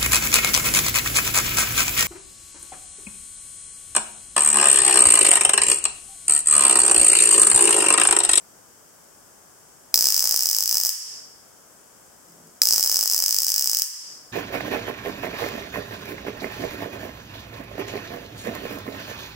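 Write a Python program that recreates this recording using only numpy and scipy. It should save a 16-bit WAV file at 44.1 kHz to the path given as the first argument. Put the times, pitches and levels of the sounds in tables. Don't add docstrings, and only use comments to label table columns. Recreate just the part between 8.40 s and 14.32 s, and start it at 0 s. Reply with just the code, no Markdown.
import sys
import numpy as np
from scipy import signal
from scipy.fft import rfft, irfft, next_fast_len
from scipy.io import wavfile
from scipy.ndimage import minimum_filter1d

SR = 44100
rng = np.random.default_rng(int(sys.argv[2]) if len(sys.argv) > 2 else 0)


def put_to_file(sound):
    columns = np.atleast_2d(sound).T
    safe = np.clip(columns, -1, 1)
    whole_steps = np.round(safe * 32767)
    wavfile.write(sys.argv[1], SR, whole_steps.astype(np.int16))


N = 261072

SPARK_TIMES = [1.5423, 1.5579, 1.5762, 1.5905, 1.6094, 1.6246, 1.6426, 1.6564, 1.6699, 1.6869, 1.7038,
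               1.7233, 1.7441, 1.765, 1.7781, 1.794, 1.806, 1.8249, 1.842, 1.8554, 1.874, 1.8931, 1.911,
               1.924, 1.943, 1.9622, 1.9752, 1.9928, 2.0076, 2.0242, 2.0341, 2.0576, 2.0701, 2.0896, 2.0994,
               2.1131, 2.1305, 2.1482, 2.1655, 2.186, 2.2068, 2.2254, 2.2375, 2.2584, 2.2772, 2.2933,
               2.3122, 2.3268, 2.3442, 2.355, 2.3705, 2.3821, 2.401, 2.4132, 2.4356, 2.4501, 2.4598, 2.4678,
               2.4926, 4.2182, 4.2343, 4.255, 4.2721, 4.2878, 4.3083, 4.3249, 4.335, 4.3424, 4.3611, 4.3809,
               4.3963, 4.4087, 4.428, 4.4383, 4.446, 4.4615, 4.4748, 4.4971, 4.516, 4.5254, 4.5439, 4.5584,
               4.5692, 4.5913, 4.6104, 4.6284, 4.637, 4.6582, 4.6765, 4.6993, 4.7138, 4.7237, 4.7353,
               4.7458, 4.7638, 4.7789, 4.7903, 4.8024, 4.824, 4.8395, 4.8617, 4.8818, 4.8921, 4.9086,
               4.9264, 4.9453, 4.965, 4.9865, 5.004, 5.02, 5.0327, 5.0466, 5.0672, 5.083, 5.092, 5.1027,
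               5.1195, 5.1418, 5.162, 5.1807, 5.1951, 5.2106, 5.224, 5.2433, 5.2588, 5.2741, 5.297, 5.3149,
               5.333, 5.348, 5.3708, 5.3881, 5.3971, 5.4203]
# frequency_hz [Hz], level_db [dB per Hz]
HOUSING_SPECTRUM = [(590, -64), (1000, -33), (1430, -33.5), (1790, -25.5), (2650, -27), (3010, -18.5),
                    (4020, -25.5), (4850, -4.5), (5200, 4), (5700, -0.5), (7350, -7.5), (8070, -4),
                    (9280, -11.5), (12400, -10), (15100, -2.5), (17000, -7.5)]
# delay_ms [ms], left_db [dB], right_db [dB]
EARLY_ECHOES = [(.8, -14, -13), (1.7, -17, -19), (2.45, -17, -16), (3.3, -19, -21), (4.46, -19, -20),
                (6.63, -22, -19), (9.8, -15, -16), (10.6, -18, -17), (15.1, -21, -24), (20.9, -20, -18)]
# frequency_hz [Hz], t60_s [s], level_db [dB]
REVERB_TAIL = [(503, 0.79, -17), (2230, 0.72, -30), (5100, 0.81, -39.5), (7500, 0.58, -32.5),
               (11700, 0.44, -30.5), (15700, 0.24, -40.5)]
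# [dB per Hz, relative]
HUSH_SPECTRUM = [(18, -44), (30, -14), (64, -10.5), (141, -6), (554, -5), (1630, -9.5), (1860, -15),
                 (2750, -20.5), (3140, -17), (3980, -25), (5170, -11.5), (8080, -9), (9970, -15),
                 (14800, -17), (16000, -19)]
# frequency_hz [Hz], correlation [-1 to 1]
HUSH_LIKENESS = [(60, 0.35), (240, 0.25), (950, 0.23), (3770, 0.083), (15000, -0.036)]
# start_s [s], level_db [dB]
SWITCH_TICKS = [(3.884, -56), (3.896, -54), (3.921, -52), (4.07, -55)]

HUSH_DB, HUSH_LEFT_DB = -51, 2.5
USUAL_WAIT_S, LONGEST_WAIT_S, SAG_S, JITTER_S = .016, .025, .42, .00004
CRACK_DB, CRACK_DB_PER_DOUBLED_WAIT, CRACK_FRESH_DB, CRACK_SPREAD_DB = 13.5, 2.4, 3.0, 1.09
BLIP_DB, BLIP_DB_PER_DOUBLED_WAIT, BLIP_FRESH_DB, BLIP_SPREAD_DB = -15.5, 1.5, 6.5, 2.5
BLIP_LEFT_DB = -3
LEFT_PORT_TUNING, RIGHT_PORT_TUNING = 0.96, 1.0157
RUMBLE_START_S, RUMBLE_SWELL_S, RUMBLE_HOLD_S, RUMBLE_FADE_S = 3.86, .04, .16, .13
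BOOM_DB, DRONE_HZ, DRONE_WIDTH_HZ, DRONE_DB = -58.5, 168.4, 5.9, -59
CUTOFF_HZ = 16300


def amp(db):
    return 10 ** (np.asarray(db) / 20)


def rms_one(x):
    return x / np.sqrt(np.mean(x ** 2) + 1e-20)


def at_hz(points, hz, axis=1):
    points = np.array(points)
    return np.interp(np.log(np.maximum(hz, 1)), np.log(points[:, 0]), points[:, axis])


def hush():
    size = next_fast_len(N)
    hz = np.arange(size // 2 + 1) * SR / size
    mid, side = rfft(rng.standard_normal((2, size)))
    alike = at_hz(HUSH_LIKENESS, hz)
    pair = np.sqrt(1 + alike) * mid + np.sqrt(1 - alike) * side * [[1], [-1]]
    pair = pair * amp([[HUSH_LEFT_DB / 2], [-HUSH_LEFT_DB / 2]])
    coloured = irfft(pair * amp(at_hz(HUSH_SPECTRUM, hz)), size)[:, :N]
    return amp(HUSH_DB) * rms_one(coloured)


def strength_db(start_s, usual_db, per_wait_db, fresh_db):
    wait = np.diff(start_s, prepend=0)
    burst_start = np.maximum.accumulate(np.where(wait > 10 * LONGEST_WAIT_S, start_s, 0))
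    age = start_s - burst_start
    charge_db = per_wait_db * np.log2(np.minimum(wait, LONGEST_WAIT_S) / USUAL_WAIT_S)
    return usual_db + charge_db + fresh_db * np.exp(-(age / SAG_S) ** 3)


def sparks(variation=0.09):
    start_s = np.array(SPARK_TIMES)
    draws = rng.standard_normal((len(start_s), 10))
    at = np.round((start_s + JITTER_S * draws[:, 7]) * SR).astype(int)
    crack_db = strength_db(start_s, CRACK_DB, CRACK_DB_PER_DOUBLED_WAIT, CRACK_FRESH_DB)
    crack_db = crack_db + CRACK_SPREAD_DB * draws[:, 0]
    cracks = np.zeros(N)
    for k in range(6):
        shape = 1 if k == 0 else variation * draws[:, k] / np.sqrt(k)
        cracks[at + k] = -amp(crack_db) * shape
    blip_db = strength_db(start_s, BLIP_DB, BLIP_DB_PER_DOUBLED_WAIT, BLIP_FRESH_DB)
    blip_db = blip_db + BLIP_SPREAD_DB * draws[:, 6]
    return cracks, overload_blips(at, blip_db, draws[:, 8:].T)


def overload_blips(at, level_db, side_draws, blip_hz=700, decay_s=0.00033, side_spread_db=1.5):
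    balance_db = [[BLIP_LEFT_DB / 2], [-BLIP_LEFT_DB / 2]]
    impulses = np.zeros((2, N))
    impulses[:, at] = -amp(level_db + side_spread_db * side_draws + balance_db)
    t = np.arange(400) / SR
    blip = np.cos(2 * np.pi * blip_hz * t) * np.exp(-t / decay_s)
    blip = signal.sosfilt(signal.butter(2, 300, "high", fs=SR, output="sos"), blip)
    return signal.lfilter(blip, 1, impulses)


def housing_response(tuning, size=2048):
    hz = np.arange(size // 2 + 1) * SR / size
    log_gain = np.log(amp(at_hz(HOUSING_SPECTRUM, hz / tuning)))
    cepstrum = irfft(log_gain, size)
    cepstrum[1:size // 2] *= 2
    cepstrum[size // 2 + 1:] = 0
    response = irfft(np.exp(rfft(cepstrum)), size)[:size // 2]
    return response / np.abs(response).max()


def bands(white):
    edges = 22 * 2 ** np.arange(0, 9.8, .5)
    for k, (low, high) in enumerate(zip(edges, edges[1:])):
        sos = signal.butter(2, [low, high], "band", fs=SR, output="sos")
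        yield np.sqrt(low * high), signal.sosfilt(sos, white[k % 2])


def room_response(length_s=1.1, build_up_s=0.011):
    t = np.arange(int(length_s * SR)) / SR
    out = np.zeros((2, len(t)))
    for hz, band in bands(rng.standard_normal((2, 2, len(t)))):
        decay_db = 60 * t / at_hz(REVERB_TAIL, hz)
        out += band * amp(at_hz(REVERB_TAIL, hz, axis=2) - decay_db)
    out *= 1 - np.exp(-t / build_up_s)
    smear = rng.standard_normal((len(EARLY_ECHOES), 2, 30)) * np.exp(-np.arange(30) / 6.0) * 0.3
    smear[:, :, 0] = 1
    for (delay_ms, *sides_db), echo in zip(EARLY_ECHOES, smear):
        at = round(delay_ms * SR / 1000)
        out[:, at:at + 30] += echo * amp(sides_db)[:, None]
    out[:, 0] += 1
    return out


def in_room(dry_mono):
    ports = np.array([housing_response(LEFT_PORT_TUNING), housing_response(RIGHT_PORT_TUNING)])
    heard = signal.fftconvolve(room_response(), ports, axes=1)
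    return signal.fftconvolve(dry_mono[None], heard, axes=1)[:, :N]


def rumble(boom_hz=(140, 420)):
    drone_hz = DRONE_HZ - DRONE_WIDTH_HZ / 2, DRONE_HZ + DRONE_WIDTH_HZ / 2
    corners_s = np.cumsum([RUMBLE_START_S, RUMBLE_SWELL_S, RUMBLE_HOLD_S, RUMBLE_FADE_S])
    out = np.zeros(N)
    for band_hz, level_db in ((boom_hz, BOOM_DB), (drone_hz, DRONE_DB)):
        sos = signal.butter(2, band_hz, "band", fs=SR, output="sos")
        noise = signal.sosfilt(sos, rng.standard_normal(N))
        out += rms_one(noise) * amp(level_db)
    return out * np.interp(np.arange(N) / SR, corners_s, [0, 1, 1, 0])


def ticks(decay_s=0.0047):
    out, t = np.zeros(N), np.arange(600) / SR
    for start_s, level_db in SWITCH_TICKS:
        scratch = rng.standard_normal(600) * np.exp(-t / decay_s)
        out[round(start_s * SR):][:600] += amp(level_db) * scratch
    return out


def scene():
    background = hush()
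    cracks, blips = sparks()
    return background + in_room(cracks + ticks()) + blips + rumble()


def gain_control(x, threshold_db=3.0, hold_s=0.069, release_db_s=61.0, fast_s=0.0088, slow_s=0.6,
                 fast_share=0.73):
    over_db = np.maximum(20 * np.log10(np.abs(x).max(0) + 1e-9) - threshold_db, 0)
    span = 2 * round(hold_s * SR / 2) + 1
    held = -minimum_filter1d(-over_db, span, origin=span // 2)
    ramp = release_db_s * np.arange(N) / SR
    wanted_db = np.maximum.accumulate(held + ramp) - ramp
    poles = np.exp(-1 / (np.array([fast_s, slow_s]) * SR))
    fast, slow = (signal.lfilter([1 - r], [1, -r], wanted_db) for r in poles)
    mixed = fast_share * fast + (1 - fast_share) * slow
    return x * amp(-np.minimum(mixed, fast))


def record(dry):
    loud = np.clip(gain_control(dry), -.96, .96)
    top_cut = signal.cheby2(14, 30, CUTOFF_HZ, fs=SR, output="sos")
    return np.clip(signal.sosfiltfilt(top_cut, loud), -1, 1)


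dry = scene()
out = record(dry)
put_to_file(out)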